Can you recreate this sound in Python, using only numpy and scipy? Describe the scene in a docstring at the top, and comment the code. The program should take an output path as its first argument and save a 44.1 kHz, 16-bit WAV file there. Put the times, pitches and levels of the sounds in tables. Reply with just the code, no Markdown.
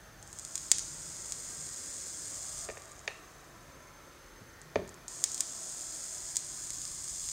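"""In a quiet room, close to a microphone, the coil of a small vaporizer is fired twice.
Tiny bubbles boiling at random on the wire make a dense sizzle; trapped drops burst in sharp pops.
The open metal cap colours both, and the second firing starts with a short buzz of regular bubbles.
The barely warm coil ticks, and the handled device clicks and knocks on the table as its case rings.
Shaped noise makes the low rumble, distant hum, soft room air and steady hiss behind it all."""
import sys
import numpy as np
from scipy import signal
from scipy.fft import rfft, irfft, next_fast_len
from scipy.io import wavfile
from scipy.ndimage import uniform_filter1d, map_coordinates

SR = 44100
rng = np.random.default_rng(int(sys.argv[2]) if len(sys.argv) > 2 else 0)


def transcribe(signal):
    """Save signal, clipped to [-1, 1], as a 16-bit WAV file at the path in sys.argv[1]."""
    frames = np.atleast_2d(signal).T
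    limited = np.clip(frames, -1, 1)
    pcm = np.round(limited * 32767).astype(np.int16)
    wavfile.write(sys.argv[1], SR, pcm)


N = 322812

# single drops that burst clear of the sizzle:
# [t/s, push/dB before the shared pop gain and the cap, fatness 0-1]
DROPS = [(0.328, -27.5, 0.2), (0.387, -23.5, 0), (0.395, -23.5, 0), (0.449, -20.5, .5),
         (0.5545, -12.5, 0.4), (0.5773, -19, 0.7), (0.715, 3.5, 0.7), (0.7831, -13.5, 0.55),
         (0.7925, -19, 1), (1.3212, -14, 0.5), (5.0805, -21, .33), (5.239, -3, 0.4), (5.3168, -21.5, .2),
         (5.3444, -16, .1), (5.378, -19.5, 0.6), (5.4056, -6.5, 0.32), (6.3569, -15.5, 0.3),
         (6.367, -7.5, 0.16), (6.7035, -17, .4), (6.816, -21.5, .45), (6.8516, -24, 1),
         (7.2876, -18.5, .67)]
# each firing of the coil: [on/s, off/s, boiling at switch-on relative to full/dB, warm-up time constant/s,
# full boiling/dB, slow drift of the boiling while the coil is on, up or down/(dB per s)]
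COIL_FIRINGS = [(.22, 2.652, -22.5, .15, -45.5, 1.57), (5.081, 7.4, -12, 0.09, -41.5, -0.4)]
# relative tone of one burst of vapour: [f/Hz, level/dB]
BURST_TONE = [(100, -31), (500, -31.5), (1400, -32), (1900, -21), (2900, -21), (4200, -10.5), (5600, -5),
              (6500, 2), (7600, -0.5), (8900, 0), (9600, -12), (10600, -14), (12500, -26), (15700, -28)]


def amp(db):
    """Turn decibels into a gain."""
    return 10 ** (np.asarray(db) / 20)


def unit(x):
    """Scale a sound to an average strength (rms) of 1."""
    return x / np.sqrt(np.mean(x ** 2) + 1e-20)


def along(points, hz):
    """Read a curve of (Hz, value) points, joined by straight lines on a log frequency axis."""
    f, v = np.transpose(points)
    return np.interp(np.log(hz + 1), np.log(f + 1), v)


def bumps(rows, hz):
    """Gain in dB of narrow peaks and notches, each given by centre, width and height."""
    return sum(db / (1 + (2 * (hz - centre) / width) ** 2) for centre, width, db in rows)


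def wobble(rate):
    """A smooth random curve through `rate` random points a second."""
    knots = rng.standard_normal(int(N * rate / SR) + 4)
    return map_coordinates(knots, [np.arange(N) * rate / SR])


def coloured(x, gain_db):
    """Filter x to the given gain in dB at each frequency, with no sound before its cause."""
    m = 2 * next_fast_len(N // 2 + SR // 4)
    gain = amp(gain_db(np.fft.rfftfreq(m, 1 / SR)))
    # folding the cepstrum forward in time makes the filter respond only after its input
    cepstrum = irfft(np.log(gain), m)
    cepstrum[1:m // 2] *= 2
    cepstrum[m // 2 + 1:] = 0
    response = np.exp(rfft(cepstrum))
    return irfft(rfft(x, m) * response, m)[:N]


def add(track, s, sound):
    """Mix a sound into the track from time s."""
    part = track[round(s * SR):][:len(sound)]
    part += sound[:len(part)]


def patchy_noise(depth_db):
    """White noise whose narrow bands slowly swell and fade."""
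    z = signal.stft(rng.standard_normal(N), nperseg=2048)[2]
    field = rng.standard_normal(z.shape)
    field = uniform_filter1d(field, size=5, axis=0)  # smooth across frequency
    field = uniform_filter1d(field, size=30, axis=1)  # smooth across time
    return signal.istft(z * amp(depth_db * unit(field)), nperseg=2048)[1][:N]


def background(rumble_trim_db=-1, hum_db=-70.5, hiss_db=-60.5):
    """Bands of noise: drifting rumble, distant swelling hum, soft room air, and hiss with a thin whine."""
    # relative tone of the room air: [f/Hz, level/dB]
    air_tone = [(20, -12), (38, 7), (140, 1.5), (255, -6), (340, -4), (480, -8), (600, -4), (780, -9.5),
                (1150, -7.5), (1850, -9.5), (2600, -17), (6000, -17.5), (9000, -23.5), (15700, -26.5)]
    # thin peaks in the hiss: [f/Hz, width/Hz, level/dB]
    whine_peaks = [(6304, 126, 14.5), (9400, 130, 7)]
    # drift of the rumble, before its trim: [t/s, level/dB]
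    rumble_drift = [(0, -57.5), (1.0, -59), (2.3, -60), (2.6, -56.5), (2.9, -59), (4.9, -61), (6.0, -62.5),
                    (7.0, -57)]
    # swells of the hum: [centre t/s, half-length/s, level/dB]
    hum_swells = [(1.08, 0.35, -59), (1.6, .08, -59.5), (4.704, 0.13, -60)]
    air_start_db, air_fade_s, air_fade_db_per_s = -56, 5.15, 1.4  # holds steady, then slowly sinks
    t = np.arange(N) / SR

    def band(edges_hz, kind, patchy_db):
        """One frequency band of patchy noise, scaled to rms 1."""
        noise = coloured(patchy_noise(patchy_db), lambda hz: along(air_tone, hz) + bumps(whine_peaks, hz))
        band_filter = signal.butter(4, edges_hz, kind, fs=SR, output="sos")
        return unit(signal.sosfilt(band_filter, noise))

    rumble_db = np.interp(t, *np.transpose(rumble_drift)) + rumble_trim_db
    rumble = amp(rumble_db + 0.3 * wobble(8.1)) * band(212, "lowpass", patchy_db=1.0)
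    swells = sum(amp(db) * np.exp(-((t - s) / length) ** 2) for s, length, db in hum_swells)
    hum = np.hypot(amp(hum_db), swells) * band([135, 168], "bandpass", patchy_db=0.5)
    air_db = air_start_db - air_fade_db_per_s * np.maximum(t - air_fade_s, 0)
    air = amp(air_db + 0.11 * wobble(8.7)) * band([230, 2500], "bandpass", patchy_db=2.2)
    hiss = amp(hiss_db) * band(2560, "highpass", patchy_db=1.4)
    return rumble + hum + air + hiss


def cap(x, tilt_db=0):
    """Bursts as they leave the ringing metal cap; tilt is in dB per octave of treble."""
    # resonances and cancellations of the cap: [f/Hz, width/Hz, gain/dB]
    cap_peaks = [(3360, 200, 5.5), (3880, 58, -13), (4610, 46, -11), (5104, 360, 5.5), (5290, 85, -6.5),
                 (5640, 170, -5.5), (6100, 120, -4.5), (6820, 170, 2.5), (6777, 73, -15.5), (6830, 300, 6),
                 (7450, 210, 3), (7970, 170, 6), (8030, 112, -23), (8220, 370, 3.5), (8620, 120, -5),
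                 (9200, 87, -11), (9980, 230, -9), (10190, 170, 5.5), (11330, 460, -9.5), (12160, 390, 7),
                 (13450, 310, 10), (14100, 200, 7)]

    def gain_db(hz):
        tilt = tilt_db * np.log2(np.maximum(hz, 1800) / 7500)
        return along(BURST_TONE, hz) + bumps(cap_peaks, hz) + tilt

    return coloured(x, gain_db)


def boiling_level():
    """Strength of the boiling: it builds as the wire heats, dips after big pops and dies away in cooling."""
    cool_s, cool_db_per_decade, cold_after_s = 0.0074, 11, 1.2  # fades as a power of time, then stops
    flare_s, flare_db_per_s = 6.98, 12  # the last firing ends in ever fiercer boiling
    big_pop_db, dry_dip_db, rewet_s = -10, 1.5, 0.22  # pops listed above this blow liquid off the wire
    t = np.arange(N) / SR
    level = np.zeros(N)
    for on, off, cold_db, warm_s, full_db, drift_db in COIL_FIRINGS:
        heating = np.clip(t - on, 0, off - on)
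        cooling = np.maximum(t - off, 0)
        db = full_db + cold_db * np.exp(-heating / warm_s) + drift_db * heating
        db = db - cool_db_per_decade * np.log10(1 + cooling / cool_s)
        level += (t > on) * np.exp(-(cooling / cold_after_s) ** 2) * amp(db)
    dry_wire = sum((t > s) * np.exp(-np.abs(t - s) / rewet_s) for s, db, _ in DROPS if db > big_pop_db)
    flare_db = flare_db_per_s * np.maximum(t - flare_s, 0)
    return level * amp(flare_db - dry_dip_db * dry_wire)


def sizzle(rate=1500, spread_db=2.5, steam_db=-2, flutter_db=0.1, crowding=1.1, sparsest=.06):
    """Countless tiny bubbles burst at random over hissing steam; weak boiling is sparser and grainier."""
    level = boiling_level()
    density = np.clip(unit(level) ** crowding, sparsest, 1)
    sizes = amp(spread_db * np.minimum(rng.standard_normal(N), 2.5)) * rng.choice([-1, 1], N)
    bursts = rng.random(N) < density * rate / SR  # up to `rate` bubbles a second
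    bubbles = unit(sizes * bursts / np.sqrt(density))  # fewer bubbles are each made stronger
    steam = amp(steam_db) * rng.standard_normal(N)
    return level * amp(flutter_db * wobble(45)) * unit(cap(bubbles + steam))


def ticks(fatness=.3):
    """Ticks of the barely warm coil, each made like a small pop: rows (s, push dB, fatness)."""
    # [t/s, push/dB before the shared pop gain and the cap]
    coil_ticks = [(0.2263, -29.5), (0.2753, -32.5), (2.7774, -32.5), (2.8195, -32), (2.8552, -34),
                  (2.917, -31.5), (2.9921, -32.5), (4.6152, -31.5), (4.8763, -36), (4.8912, -30.5),
                  (4.9417, -35)]
    return [(s, db, fatness) for s, db in coil_ticks]


def spits(count=200, per_s=9, over_boiling_db=14, spread_db=2, fatness=.2):
    """Small drops spit at random during firings, following the boiling: rows (s, push dB, fatness)."""
    level = boiling_level()
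    chance = rng.random((count, 2))
    times = np.cumsum(-np.log(1 - chance[:, 0])) / per_s  # random gaps
    sizes_db = over_boiling_db + spread_db * (2 * chance[:, 1] - 1)
    rows = []
    for s, db in zip(times, sizes_db):
        if s < N / SR and any(on < s < off for on, off, *_ in COIL_FIRINGS):
            boiling_db = 20 * np.log10(level[int(s * SR)] + 1e-9)
            rows.append((s, boiling_db + db, fatness))
    return rows


def room(sound, rise=0.0035):
    """The diffuse tail that the room gives a short sound: noise that fades at its own pace in each band."""
    # time to fade by 60 dB: [f/Hz, fade/s]
    fade_times = [(150, 1), (500, 0.24), (2500, 0.4), (7000, 0.69), (14000, 0.16)]
    hz, t, z = signal.stft(rng.standard_normal(SR // 2), SR, nperseg=256)
    fade = amp(-60 * t / along(fade_times, hz)[:, None])
    tail = signal.istft(z * fade * (1 - np.exp(-t / rise)), SR, nperseg=256)[1]
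    return signal.fftconvolve(sound, tail / np.linalg.norm(tail))


def pops(gain_db=14, scatter_db=-7, scatter_t60=0.021, wet_db=-16.5, wet_tilt_db=-7.0,
         bright_tilt_db=2.0, dull_tilt_db=-5):
    """A drop bursts in one push, which rattles briefly between cap, case and table; fat drops sound duller."""
    bright, dull, echo = np.zeros((3, N))
    t = np.arange(SR // 30) / SR
    for s, db, fatness in [*DROPS, *ticks(), *spits()]:
        scatter = rng.standard_normal(len(t)) * amp(-60 * t / scatter_t60) * (1 - np.exp(-t / 0.00092))
        scatter = amp(scatter_db) * scatter / np.linalg.norm(scatter)
        push = amp(db + gain_db) * ((t == 0) + scatter)  # a single-sample push, then the rattle
        fatness = np.clip(fatness, 0, 1)
        arrival = s + .001
        add(bright, arrival, (1 - fatness) * push)
        add(dull, arrival, fatness * push)
        add(echo, arrival, amp(wet_db) * room(push))

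    def answer_db(hz):
        """The treble beams at the microphone, so the room answers in a darker tone."""
        return along(BURST_TONE, hz) + wet_tilt_db * np.log2(np.maximum(hz, 2500) / 7500)

    return cap(bright, bright_tilt_db) + cap(dull, dull_tilt_db) + coloured(echo, answer_db)


def handling(crack_db=-5, crack_t60=0.052, ring_wet_db=-8, crack_wet_db=0, beam_hz=1500,
             crack_hz=(400, 3200)):
    """Soft bumps stir low modes of case and table; hard clicks stir high ones and add a noisy crack."""
    # handling of the device, as drive to the modes: [t/s, table boom/dB, knock/dB, click/dB]
    hits = [(2.6883, -52, -35, -41.5), (2.6993, -69, -44, -42.5), (2.7709, -59, -43.5, -46.5),
            (3.0775, -64, -39, -27.5), (4.412, -42, -55, -61), (4.7574, -33, -19.5, -31)]
    # ringing modes of the case standing on the table: [f/Hz, relative level/dB, time to fade by 60 dB/s]
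    case_modes = [(103, 0.5, .1), (183.4, -8.5, 0.18), (252, -8, 0.079), (368, 1.5, 0.031),
                  (438, -0.5, 0.054), (530, -5.5, 0.052), (614, 3, 0.044), (892, -5, 0.028),
                  (1103, 0.5, 0.012), (1822, 2, 0.045), (2340, 3, .016), (2570, -0.5, 0.024),
                  (2840, -2.5, 0.0081), (3640, -3, 0.0096), (4600, -2.5, 0.0082), (6500, -2, 0.0058)]
    rebound_s, rebound_db = .0041, -8  # every knock lands a second time, more softly
    track, t = np.zeros(N), np.arange(SR // 4) / SR
    crack_filter = signal.butter(2, crack_hz, "bandpass", fs=SR)
    rebounds = np.array(hits) + [rebound_s, rebound_db, rebound_db, rebound_db]
    for s, boom_db, knock_db, click_db in np.vstack([hits, rebounds]):
        force = [(150, boom_db), (430, knock_db), (650, knock_db), (1800, click_db)]
        ring = np.zeros(len(t))
        for k, (hz, db, t60) in enumerate(case_modes):
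            mode_db = db + along(force, hz) + rng.normal(0, 1)  # no two hits stir a mode alike
            ring += (-1) ** k * amp(mode_db - 60 * t / t60) * np.sin(2 * np.pi * hz * t)
        crack = signal.lfilter(*crack_filter, rng.standard_normal(len(t)))
        crack *= amp(click_db + crack_db - 60 * t / crack_t60)
        spread = signal.lfilter(*signal.butter(1, beam_hz, fs=SR), ring)  # low modes radiate all round
        add(track, s, ring + crack)
        add(track, s, room(amp(ring_wet_db) * spread + amp(crack_wet_db) * crack))
    # so small a body radiates no deep bass
    return signal.lfilter(*signal.butter(2, 75, "highpass", fs=SR), track)


def sputter(jitter=.03, spread_db=1.0):
    """One spot on the warm coil sheds a regular train of bubbles: a buzz that speeds up and fades."""
    start_s, hold_s, hold_db, fade_db_per_s = 5.085, 0.067, -49, 127
    start_hz, end_hz, rise_s = 309, 402, .025  # bubbles a second, and how quickly the pace rises
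    age = np.maximum(np.arange(N) / SR - start_s, 0)
    rate = end_hz + (start_hz - end_hz) * np.exp(-age / rise_s)
    db = hold_db - fade_db_per_s * np.maximum(age - hold_s, 0)
    cycles = np.cumsum(rate * (1 + jitter * wobble(300))) / SR
    # one bubble each time a cycle is completed
    bubbles = np.diff(np.floor(cycles), prepend=0) * amp(spread_db * rng.standard_normal(N))
    return unit(cap(bubbles)) * amp(db) * (age > 0)


def scene():
    """All sources add up at one microphone."""
    return (background() + sizzle() + pops() + handling() + sputter())[None]


def record(dry, top_hz=15780):
    """The recorder rounds off the loudest peaks and keeps nothing above its band limit."""
    rounded = dry / (1 + (dry / .8) ** 4) ** (1 / 4)
    m = next_fast_len(N + SR // 2)
    kept = np.fft.rfftfreq(m, 1 / SR) < top_hz
    return irfft(rfft(rounded, m) * kept, m)[..., :N]


dry = scene()
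out = record(dry)
transcribe(out)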